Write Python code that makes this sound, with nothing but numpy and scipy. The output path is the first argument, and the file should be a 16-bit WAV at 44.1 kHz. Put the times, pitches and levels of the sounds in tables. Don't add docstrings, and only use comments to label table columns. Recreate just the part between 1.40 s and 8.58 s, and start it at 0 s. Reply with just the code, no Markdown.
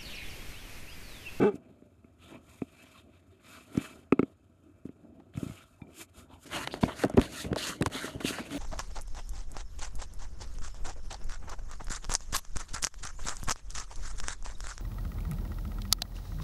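import sys
import numpy as np
from scipy import signal
from scipy.fft import rfft, irfft, next_fast_len
from scipy.io import wavfile
from scipy.ndimage import uniform_filter1d

SR = 44100
rng = np.random.default_rng(int(sys.argv[2]) if len(sys.argv) > 2 else 0)


def makeup_ratio(level_db):
    decades = np.asarray(level_db, float) / 20
    return 10 ** decades


def materialize(psi):
    bounded = np.clip(np.atleast_2d(psi).T, -1, 1)
    quanta = np.round(bounded * 32767).astype(np.int16)
    wavfile.write(sys.argv[1], SR, quanta)


N = 316638
FFT_SIZE = next_fast_len(N)
TOP_HZ = 13350
BLOCK = 64


def rms_one(x):
    return x / np.sqrt(np.mean(x ** 2) + 1e-20)


def in_time(rows):
    s, *columns = np.transpose(rows)
    return [np.interp(np.arange(N) / SR, s, c) for c in columns]


def band(x, low_hz, high_hz):
    return signal.sosfilt(signal.butter(2, [low_hz, high_hz], "band", fs=SR, output="sos"), x)


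def resonance(x, hz, width):
    r = np.exp(-np.pi * width / SR)
    top = (1 - r * r) / 2
    return signal.lfilter([top, 0, -top], [1, -2 * r * np.cos(2 * np.pi * hz / SR), r * r], x)


def ring(x, hz, t60):
    r, w = makeup_ratio(-60 / (t60 * SR)), 2 * np.pi * hz / SR
    return signal.lfilter([0, np.sin(w)], [1, -2 * r * np.cos(w), r * r], x)


def drift(rate):
    r = np.exp(-2 * np.pi * rate / SR)
    noise = rng.standard_normal(N + SR)
    return rms_one(signal.lfilter([1], [1, -2 * r, r * r], noise)[SR:])


def coloured(x, spectrum, peaks=()):
    hz = np.maximum(np.fft.rfftfreq(FFT_SIZE, 1 / SR), 1)
    points = np.array(spectrum)
    db = np.interp(np.log(hz), np.log(points[:, 0]), points[:, 1])
    for peak_hz, width, lift_db in peaks:
        db = db + lift_db / (1 + (2 * (hz - peak_hz) / width) ** 2)
    return irfft(rfft(x, FFT_SIZE) * makeup_ratio(db) * (hz < TOP_HZ), FFT_SIZE)[:N]


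def add(out, s, sound, peak_db):
    i = max(round(s * SR), 0)
    piece = sound[:N - i]
    out[i:i + len(piece)] += makeup_ratio(peak_db) * piece / np.max(np.abs(sound))


# pitch_hz, level_db (per Hz)
ROOM_COLOUR = [(20, -16), (40, -2), (82, 4.5), (241, -18), (516, -27), (829, -27.5), (1300, -20),
               (3000, -44.5), (6000, -46), (13800, -45.5)]
# pitch_hz, width_hz, lift_db
BOX_AIR = [(257.6, 86, 7), (457, 56, -6.5), (660, 90, 10), (1347, 220, 4), (2350, 82, 11),
           (2600, 102, 10.5), (3176, 170, 6.5), (3660, 62, 8), (5180, 120, 7), (6840, 1600, 9.5)]


def room():
    air = rms_one(coloured(rng.standard_normal(N), ROOM_COLOUR, BOX_AIR))
    hum_hz, width_hz = 87.5, 27
    hum = resonance(rng.standard_normal(N), hum_hz, width_hz)
    hum = rms_one(resonance(hum, hum_hz, width_hz))
    return air * makeup_ratio(-66 + 2.0 * drift(1.2)) + makeup_ratio(-65) * hum


# start_s, length_s, top_pitch_hz, level_db, pitch_arch (0-1)
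SQUEAKS = [
    (0.33, 0.2, 605, -64.5, .3),
    (1.87, 0.14, 380, -63.5, .1),
    (7.115, 0.092, 285, -33.5, .1),
    (6.996, .028, 250, -33.5, 0.11),
    (.24, .06, 250, -55, .1),
]


def squeaks():
    out = np.zeros(N)
    for s, length, hz, db, arch in SQUEAKS:
        along = np.linspace(0, 1, round(length * SR))
        pitch = hz * (1 - arch * (along - .42) ** 2)
        add(out, s, np.sin(np.pi * along) * np.sin(2 * np.pi * np.cumsum(pitch) / SR), db)
    return out


# start_s, peak_db, pitch_hz, ring_s (time to fall 60 dB)
PINGS = [(1.219, -37, 690, 0.037), (4.208, -47.5, 1365, .04), (4.24, -52, 1340, 0.037),
         (4.417, -48, 2360, 0.073), (4.418, -59, 3600, 0.045), (4.47, -58, 2350, 0.041),
         (4.771, -43, 69.9, .12), (4.929, -46, 65.4, 0.14), (5.455, -46, 2400, .012),
         (5.7405, -32, 520, .02), (6.806, -36, 1440, .04), (5.481, -30, 680, .035), (5.648, -23, 650, .025),
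         (5.343, -32, 480, .03), (6.115, -33, 700, .015), (5.7955, -13.5, 200, 0.013)]


def pings():
    out, t = np.zeros(N), np.arange(8000) / SR
    for s, db, hz, t60 in PINGS:
        add(out, s, ring(np.exp(-4 * t * hz), hz, t60), db)
    return out


# pitch_hz, level_db, ring_s
PANEL_MODES = [(61.4, -5, 0.055), (100.5, -5.5, 0.079), (141, -1.5, 0.037), (202, -6, 0.042),
               (270.5, 2, 0.041), (376.6, 3.5, 0.024), (616, -2, 0.027)]


def panels(push, centre_hz, spread, free=1):
    out = 0
    for hz, db, t60 in PANEL_MODES:
        distance = spread * np.log2(hz / centre_hz)
        out = out + makeup_ratio(db - distance ** 2) * ring(push, hz, free * t60)
    return out


# start_s, slips_per_s, level_db, unevenness (0-1)
CREAK = [
    (0, 220, -23.5, 1),
    (.014, 230, -25, 0.8),
    (.03, 205, -18, 0.64),
    (.042, 206, -21, 0.25),
    (.055, 213, -19.5, 0.09),
    (.095, 203, -25, 0.02),
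    (.105, 172, -36, 0.33),
    (.14, 180, -48, 0.36),
]
# start_s, strength_db
CATCHES = [
    (.0165, 6),
    (.0235, 10),
    (.026, 7),
    (.0325, 9),
    (.038, 5),
    (.040, 8),
    (.0428, 8),
]
# pitch_hz, width_hz, level_db
FLAP_TONE = [(109, 56, -7.5), (273, 152, -1), (403, 41, 5.5), (607, 150, -24), (850, 120, -10),
             (1220, 69, -13.5), (1515, 130, -16.5), (2060, 110, -25), (2320, 65, -19.5), (2635, 43, -22),
             (3240, 540, -26), (6660, 3400, -34.5)]


def creak():
    size = round(CREAK[-1][0] * SR)
    per_s, level_db, uneven = (c[:size] for c in in_time(CREAK))
    wander = signal.lfilter([.01], [1, -.99], rng.standard_normal(size)) * 14
    beats = np.cumsum(per_s * (1 + .5 * uneven * wander)) / SR
    slips = np.diff(np.floor(beats + .995), prepend=0) > 0
    extra = rng.random(size) < 900 * np.clip(uneven, 0, 1) / SR
    clicks = slips * makeup_ratio(5.0 * uneven * rng.standard_normal(size))
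    clicks = clicks + extra * rng.standard_normal(size) * 0.8 * uneven
    jolts = 0.5 * slips
    for s, db in CATCHES:
        jolts[round(s * SR)] = makeup_ratio(db)
    grit = rng.standard_normal(size) * signal.lfilter([1], [1, -.995], np.abs(clicks)) * .6
    body = np.zeros(size)
    for k, (hz, width, db) in enumerate(FLAP_TONE):
        source = clicks + 0.39 * (hz > 1000) * grit
        tone = rms_one(resonance(resonance(source, hz, 3 * width), hz, width))
        body += (-1) ** k * makeup_ratio(db) * tone
    body = body + 0.93 * uneven * rms_one(panels(clicks, 220, spread=5.2))
    body = body - 0.16 * rms_one(band(band(jolts, 250, 1430), 150, 1600))
    even = np.sqrt(uniform_filter1d(body ** 2, size=600) + 1e-9)
    stop = np.clip((size - np.arange(size)) / 300, 0, 1)
    return np.pad(makeup_ratio(level_db) * body / even * stop, (0, N - size))


def friction(tone, peaks, per_s, grit_db, flicker_db):
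    sizes = makeup_ratio(grit_db * np.minimum(rng.exponential(1, N), 5)) * rng.choice([-1, 1], N)
    clicks = sizes * (rng.random(N) < per_s / SR)
    grains = rfft(coloured(clicks, tone, peaks), FFT_SIZE)
    hz, shared = np.fft.rfftfreq(FFT_SIZE, 1 / SR), drift(25)
    low = 1 / (1 + (hz / 870) ** 6)
    high = 1 / (1 + (4600 / (hz + 1)) ** 8)
    ranges = []
    for share in (1 - low - high, high, low):
        flicker = makeup_ratio(flicker_db * (shared + drift(37)))
        ranges.append(rms_one(irfft(grains * share, FFT_SIZE)[:N] * flicker))
    return ranges


def patchy(x, lean_db, patch_db):
    hz, spectrum = np.fft.rfftfreq(FFT_SIZE, 1 / SR) + 1, rfft(x, FFT_SIZE)
    centres = np.linspace(np.log(800), np.log(5000), 12)
    total, power = 0, 0
    for one, side in zip(np.eye(12), np.linspace(-1, 1, 12)):
        part = irfft(spectrum * np.interp(np.log(hz), centres, one), FFT_SIZE)[:N]
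        gain = makeup_ratio(lean_db * side + patch_db * drift(9.6))
        total = total + gain * part
        power = power + gain ** 2 * np.mean(part ** 2)
    return rms_one(total / np.sqrt(power))


def swells(rows):
    start, firm, end, db = (c[:, None] for c in np.transpose(rows)[:4])
    t = np.arange(0, N + BLOCK, BLOCK) / SR
    before = (firm - t) / np.maximum(firm - start, 1e-3)
    after = (t - firm) / np.maximum(end - firm, 1e-3)
    away = np.maximum(before, after)
    fade_db = 27 * np.minimum(away, 4) ** 1.71
    lift_db = 58 * np.clip(away - 1, 0, 1)
    return makeup_ratio(db - fade_db - lift_db)


def together(gains):
    coarse = np.sqrt(np.sum(np.square(gains), axis=0))
    return np.interp(np.arange(N) / BLOCK, np.arange(len(coarse)), coarse)


# start_s, firmest_s, end_s, level_db
SHIFTS = [(.08, .17, 0.47, -53.5), (.8, .97, 1.057, -50), (1.61, 1.66, 1.8, -58), (2.24, 2.36, 2.57, -48),
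          (2.45, 2.54, 2.68, -53), (2.82, 2.86, 2.98, -57), (3.45, 3.7, 4.1, -56), (3.92, 4.0, 4.24, -47),
          (4.4, 4.46, 4.6, -52), (4.72, 4.78, 4.9, -54), (4.87, 4.91, 5.03, -55.5), (5.3, 5.35, 5.42, -46),
          (6.03, 6.06, 6.24, -40), (7.05, 7.17, 8.4, -40)]


def pressure(strokes, stir_db, rumble_db, shake_db):
    each, blows = swells(strokes), np.zeros(N)
    for s, db, *_ in [*KNOCKS, *THUMPS]:
        blows[round(s * SR)] = makeup_ratio(2 * (db + shake_db))
    shudder_s = 0.039
    shudder = signal.lfilter([1], [1, -np.exp(-2 / (shudder_s * SR))], blows)
    rub = np.sqrt(together(each) ** 2 + makeup_ratio(2 * -21.5) * shudder)
    hiss = together(each * makeup_ratio(np.transpose(strokes)[4])[:, None])
    shaking = together(each * makeup_ratio(rumble_db)) ** 2
    rumble = np.sqrt(shaking + together(swells(SHIFTS)) ** 2 + shudder)
    return [np.hypot(gain, makeup_ratio(db)) for gain, db in zip((rub, hiss, rumble), stir_db)]


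# pitch_hz, level_db (per Hz)
INSIDE_COLOUR = [(60, -34), (130, -1.5), (372, -0.5), (900, -16), (1300, -10), (1800, -18), (2600, -16),
                 (4000, -20.5), (5800, -34), (9000, -26.5), (13300, -30)]
# pitch_hz, level_db (per Hz)
NEAR_COLOUR = [(21, -42), (35, 4.5), (70, 1.5), (268, 1.5), (819, -14), (1900, -9), (2500, -12.5),
               (2980, -9.5), (9560, -12.5), (13200, -19.5)]
# pitch_hz, width_hz, lift_db
COVERED_HOLE = [(313, 82, 5), (630, 180, 10), (1440, 190, 4.5), (2880, 440, 4), (4400, 270, 4.5),
                (5100, 1300, -4.5), (6580, 510, 4)]
# start_s, firmest_s, end_s, level_db, hiss_db (against the level)
STROKES_INSIDE = [ (.101, .166, 0.18, -62.5, -5), (.151, .251, 0.42, -75, -17),
                  (.761, .861, 1.05, -58.5, -8), (.851, .961, 1, -59, -34), (.981, 1.101, 1.58, -67, -1),
                  (1.201, 1.401, 1.72, -59.5, -8), (1.451, 1.591, 1.64, -59.5, -9),
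                  (1.641, 1.771, 1.87, -69, -11), (1.801, 1.951, 2.23, -74, -8),
                  (1.991, 2.141, 2.345, -53.5, -7), (2.241, 2.411, 2.652, -49.5, -6),
                  (2.722, 2.861, 3.08, -74, -7), (3.444, 3.457, 3.51, -71.5, -3),
                  (3.931, 3.976, 4.5, -58.5, -2), (4.001, 4.211, 4.28, -59.5, -8),
                  (4.461, 4.556, 4.45, -61, -7), (4.521, 4.616, 4.66, -51, 4), (4.671, 4.701, 3.6, -73, -3),
                  (4.716, 4.786, 4.86, -56, -2.5), (4.871, 4.941, 5, -61.5, -10.5),
                  (4.971, 5.051, 4.9, -62, 5.5)]
# start_s, firmest_s, end_s, level_db, hiss_db (against the level)
STROKES_NEAR = [(5.03, 5.07, 5.17, -54.5, -3.5), (5.09, 5.15, 5.32, -36, -10),
                (5.15, 5.25, 5.25, -43, -7.5), (5.31, 5.335, 5.38, -52, -4), (5.325, 5.36, 5.43, -52, -12),
                (5.405, 5.415, 5.54, -49.5, -1.5), (5.46, 5.5, 5.565, -41, -16.5),
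                (5.47, 5.53, 5.74, -57, -8), (5.53, 5.63, 5.675, -41.5, -6.5),
                (5.766, 5.774, 5.76, -47, 2.5), (5.63, 5.68, 5.8, -54.5, -19),
                (5.77, 5.83, 5.91, -43.5, -5.5), (5.84, 6.01, 6.08, -43.5, -1),
                (6.02, 6.05, 6.12, -52.5, -6.5), (6.16, 6.18, 6.39, -40, -5), (6.19, 6.27, 6.38, -38.5, -5),
                (6.415, 6.425, 6.3, -55, -9), (6.43, 6.48, 6.4, -47.5, -5), (6.5, 6.54, 6.795, -40, -6.5),
                (6.54, 6.64, 6.715, -41.5, -8), (6.66, 6.72, 6.78, -66, -12), (6.8, 6.806, 6.85, -48, -6.5),
                (6.82, 6.885, 6.94, -38, -1), (6.87, 6.93, 7.02, -42, -7), (7.0, 7.07, 7.1, -53.5, -4.5),
                (6.88, 6.99, 7.05, -44.5, -8), (7.08, 7.13, 7.66, -45.5, -5)]


def fur():
    t = np.arange(N) / SR
    inside = friction(INSIDE_COLOUR, BOX_AIR, per_s=13000, grit_db=2.0, flicker_db=1.59)
    near = friction(NEAR_COLOUR, COVERED_HOLE, per_s=5000, grit_db=0.5, flicker_db=1.0)
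    inside_gains = pressure(STROKES_INSIDE, stir_db=(-81, -85.5, -65), rumble_db=-5, shake_db=-35.5)
    near_gains = pressure(STROKES_NEAR, stir_db=(-67, -75, -50), rumble_db=-7, shake_db=-23)
    lean_db = 2 + 0.97 * 20 * np.log10(near_gains[1] / near_gains[0])
    near[0] = patchy(near[0], lean_db, patch_db=4.0)
    inside[0] = patchy(inside[0], 0, patch_db=3.0)
    inside_part = sum(gain * x for gain, x in zip(inside_gains, inside))
    near_part = sum(gain * x for gain, x in zip(near_gains, near))
    begin = np.clip((t - .08) / 0.043, 0, 1)
    paw_out = np.clip((t - 5.045) / .02, 0, 1)
    return (1 - paw_out) * begin * inside_part + paw_out * near_part


# start_s, firmest_s, end_s, level_db, pitch_hz
RAKES = [(0.87, .95, 1, -57, 940), (2.05, 2.19, 2.17, -56, 1300), (1.44, 1.477, 1.57, -73, 5100),
         (3.938, 3.945, 3.965, -56, 3250), (3.936, 3.939, 3.86, -56, 1450), (4.08, 4.2, 4.1, -61, 2560),
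         (4.85, 4.93, 5.04, -59.5, 850), (5.311, 5.313, 5.33, -45, 3300), (5.305, 5.33, 5.338, -42.5, 4000),
         (5.478, 5.484, 5.51, -40, 910), (5.486, 5.495, 5.53, -45, 1340), (5.48, 5.54, 5.5, -51, 3300),
         (5.81, 5.822, 5.92, -45.5, 3900), (5.335, 5.343, 5.36, -48, 4200), (7.05, 7.055, 7.075, -53, 2330),
         (0.78, 0.836, 0.97, -63.5, 3230), (5.934, 5.992, 6.07, -48, 4280), (6.165, 6.186, 6.35, -38, 4000),
         (6.18, 6.246, 6.13, -35.5, 3250), (6.247, 6.32, 6.36, -41, 1270),
         (6.513, 6.556, 6.74, -41.5, 3620), (6.673, 5.6, 7, -65, 2100), (6.829, 6.86, 6.94, -38.5, 3170),
         (6.843, 6.883, 6.93, -38.5, 4200), (6.898, 6.94, 7.16, -53, 2200), (6.977, 7.001, 6.4, -43, 1518),
         (6.2, 6.27, 6.37, -44, 6800), (4.52, 4.615, 4.645, -57, 2914), (4.53, 4.6, 4.66, -53, 345),
         (5.15, 5.26, 5.32, -48.5, 126), (5.1, 5.17, 5.29, -46, 1000), (5.56, 5.615, 5.65, -47, 1980),
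         (5.52, 5.57, 5.64, -57.5, 4100), (6.9, 6.96, 7.1, -53, 4300), (6.83, 6.86, 6.91, -43, 92),
         (3.62, 3.74, 3.84, -57, 270), (3.19, 3.29, 3.36, -58.5, 296), (4.38, 4.42, 4.47, -59.5, 790)]


def rakes():
    more_snaps = rng.standard_normal(N) * (rng.random(N) < 4000 / SR) * makeup_ratio(1.9 * drift(64))
    out = np.zeros(N)
    for gain, (*_, hz) in zip(swells(RAKES), RAKES):
        i, j = np.clip(BLOCK * np.flatnonzero(gain > 1e-5)[[0, -1]], 0, N)
        edges = hz / 1.224, hz * 1.224
        out[i:j] += together([gain])[i:j] * rms_one(band(band(more_snaps[i:j], *edges), *edges))
    return out


def fibre_snaps(rows):
    out, t = np.zeros(N), np.arange(2000) / SR
    for (s, db, hz, top_db), noise in zip(rows, rng.standard_normal((len(rows), 2000))):
        body = band(noise * np.exp(-t * hz / 3.16), 0.25 * hz, 1.37 * hz)
        top = band(noise * np.exp(-t / 0.0015), 3100, 9600)
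        add(out, s, band(body, 240, 7700), db)
        add(out, s, band(top, 3800, 12500), db + min(top_db, 0))
    return out


# start_s, peak_db, pitch_hz, top_db (against the
MORE_SNAPS = [(.98, -55, 3000, -10), (1.098, -62, 3500, -6), (1.402, -56, 2100, -10), (3.463, -55, 2100, -8),
              (3.489, -53, 920, -25), (4.241, -60, 1430, -4), (5.3116, -40, 2510, -10), (5.3934, -47, 1400, -14),
              (5.4109, -42, 1700, 0), (5.4967, -38, 1410, -14), (5.5934, -38, 3100, -8), (5.649, -32, 1500, 0),
              (5.7386, -40, 1198, -10), (6.1133, -40, 999.4, -27), (6.9, -32.5, 2700, 0),
              (6.5268, -44, 1300, -10), (6.9945, -34.5, 1200, -20), (7.1085, -36, 2080, -10),
              (6.5, -46, 4000, 0), (5.4795, -42, 2600, -14), (5.4925, -38, 1100, -15), (5.801, -38, 3000, -8),
              (5.771, -36, 3000, -6), (7.4, -44, 3000, 0), (7.026, -42, 2000, -10), (6.047, -35, 1340, -15),
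              (5.3405, -38, 4300, -6), (3.8, -47.5, 620, -22)]


def more_snaps():
    return fibre_snaps(MORE_SNAPS)


# start_s, peak_db, pitch_hz, top_db (against the peak)
CLAWS = [(3.9386, -54, 2600, -7), (5.2739, -19, 1920, -10), (5.3398, -27, 1440, -13),
         (5.4347, -16, 1250, -41), (5.6367, -19.5, 1390, -8.5), (5.682, -46, 3500, 0),
         (5.6977, -52, 1160, -16), (5.7754, -20, 1380, -20), (5.7955, -26, 1301, -8.5),
         (5.8147, -22.5, 1680, -4.5), (6.13, -24.5, 1740, -14), (6.1602, -22.5, 1070, -7),
         (6.4107, -33, 1100, 17.5), (6.4234, -16.5, 3100, -8), (6.4608, -16.5, 1070, -3),
         (6.6794, -29.5, 1045, -25), (6.805, -35, 1355, -5), (6.812, -31.5, 1440, -13),
         (6.8566, -29, 3170, -11), (6.985, -25.5, 1216, -33)]


def claws():
    return fibre_snaps(CLAWS)


# pitch_hz, level_db, ring_s
BOARD_MODES = [(640, -1.5, 0.033), (805, -1, 0.018), (1310, 11, 0.015), (1700, 4, 0.008), (2215, 13, 0.016),
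               (2510, 9.5, 0.018), (3750, 6, 0.0056)]


def board(click, luck):
    modes = sum(makeup_ratio(db + 1.1 * z) * ring(click, hz, t60) for (hz, db, t60), z in zip(BOARD_MODES, luck))
    return band(modes + 1.4 * band(click, 1000, 2500), 200, 2600)


def torn_edge(noise):
    return band(noise, 5000, 9700) * np.exp(-np.arange(len(noise)) / SR / 0.003)


# start_s, peak_db, pitch_hz, tick_db (against the peak)
KNOCKS = [(0.138, -27.5, 230, -35), (0.152, -31.5, 237, -36), (0.42, -40.5, 270, -25),
          (0.643, -43.5, 237, -20), (1.217, -20, 256, -25), (2.349, -31, 237, -22),
          (2.373, -12, 202, -27.5), (2.722, -5, 289.4, -18.5), (2.7915, -8, 300, -20.5),
          (2.8274, -15, 280, -23.5), (3.451, -27, 226, -38), (3.489, -32.5, 250, -32),
          (3.95, -35, 139, -21), (3.972, -23.5, 151, -25), (3.978, -38, 98, -15), (4.027, -21, 203.5, -45),
          (4.061, -27.5, 161, -40), (4.094, -32.5, 157, -22), (4.108, -36, 91.5, -16),
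          (4.416, -33, 164, -26), (5.337, -27, 430, -28), (5.654, -22.5, 170, -40),
          (5.696, -25.5, 573, -34), (5.741, -21, 173, -28), (6.112, -20.5, 167, -41),
          (6.641, -25.5, 330, -38), (6.746, -33, 225, -42), (6.749, -31.5, 83.79, -46),
          (6.844, -17.5, 265, -30), (6.904, -26.5, 341.3, -17)]
# start_s, peak_db
EDGE_SNAPS = [
    (0.155, -48.5),
    (2.373, -35.5),
    (3.972, -45),
    (5.697, -37),
    (6.641, -50),
    (6.844, -52),
    (6.905, -44),
]


def knocks():
    size = 5000
    out, t = np.zeros(N), np.arange(size) / SR
    luck = rng.standard_normal((len(KNOCKS), len(BOARD_MODES)))
    hiss = rng.standard_normal((len(KNOCKS), size))
    for (s, db, hz, tick_db), z, noise in zip(KNOCKS, luck, hiss):
        push = np.sin(2 * np.pi * np.clip(t * hz * 1.56, 0, 1))
        click = t * np.exp(-t / 0.00006) + 0.018 * noise * t * np.exp(-t / 0.00092)
        add(out, s + 0.00254, panels(push, hz, spread=4.84), db)
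        add(out, s + 0.0014, board(click, z), db + tick_db + 10.5)
        add(out, s + 0.000987, torn_edge(noise), db + tick_db - 17)
    for (s, db), noise in zip(EDGE_SNAPS, hiss[::-1]):
        add(out, s, torn_edge(noise), db)
    return out


# start_s, peak_db, pitch_hz, tick_db (against the peak), contact_s
THUMPS = [(5.428, -8, 250, -13, 0.01085), (5.453, -26.5, 194, 1, 0.012), (5.481, -35, 660, -8, 0.028),
          (5.636, -13, 381.2, -24, 0.014), (5.654, -23, 268.6, -17, 0.014), (5.771, -5, 180, -43, 0.016),
          (5.785, -9.5, 110, -31, 0.0089), (5.814, -28, 242, -10, 0.01632), (6.041, -28.5, 300, 5, 0.013),
          (6.059, -28, 84, -36, 0.011), (6.125, -19.5, 268, -27, 0.01), (6.16, -20.5, 640, -28, 0.009),
          (6.408, -16, 159.1, -20, 0.016), (6.424, -23, 246, -16, 0.012), (6.457, -20, 124, -18, 0.0205),
          (6.549, -29.5, 249, 3, 0.013), (6.756, -33.5, 230, -35, 0.0093), (6.802, -32.5, 650, 8, 0.013),
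          (6.991, -31.5, 292, 8, 0.025), (7.107, -32, 273, 3, 0.011), (7.139, -44, 292.2, -8, 0.012)]


def thumps():
    size = 7000
    out, t = np.zeros(N), np.arange(size) / SR
    luck = rng.standard_normal((len(THUMPS), len(BOARD_MODES)))
    hiss = rng.standard_normal((len(THUMPS), size))
    for (s, db, hz, tick_db, contact), z, noise in zip(THUMPS, luck, hiss):
        release = np.clip((max(contact, .002) - t) / 0.0014 + 1, 0, 1)
        shape = np.clip(t / 0.0026, 0, 1) * release
        push = band(noise, 0.45 * hz, 1950) * shape
        add(out, s, panels(push, hz, spread=2.1, free=0.76), db)
        add(out, s, board(noise * shape * np.exp(-t / 0.0033), z), db + tick_db - 12.0)
    return out


def scene():
    background = room() + squeaks() + pings() + creak()
    rubbing = fur() + rakes() + more_snaps()
    paws = claws() + knocks() + thumps()
    return (background + rubbing + paws)[None]


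def top_cut(x):
    return signal.sosfilt(signal.butter(12, 14290, fs=SR, output="sos"), x)


def record(dry):
    thin = signal.sosfilt(signal.butter(2, 45.4, "high", fs=SR, output="sos"), dry)
    thin = signal.sosfilt(signal.cheby2(10, 30, TOP_HZ + 700, fs=SR, output="sos"), thin)
    mix = .45 * np.tanh(thin / 0.47)
    return top_cut(mix)


dry = scene()
out = record(dry)
materialize(out)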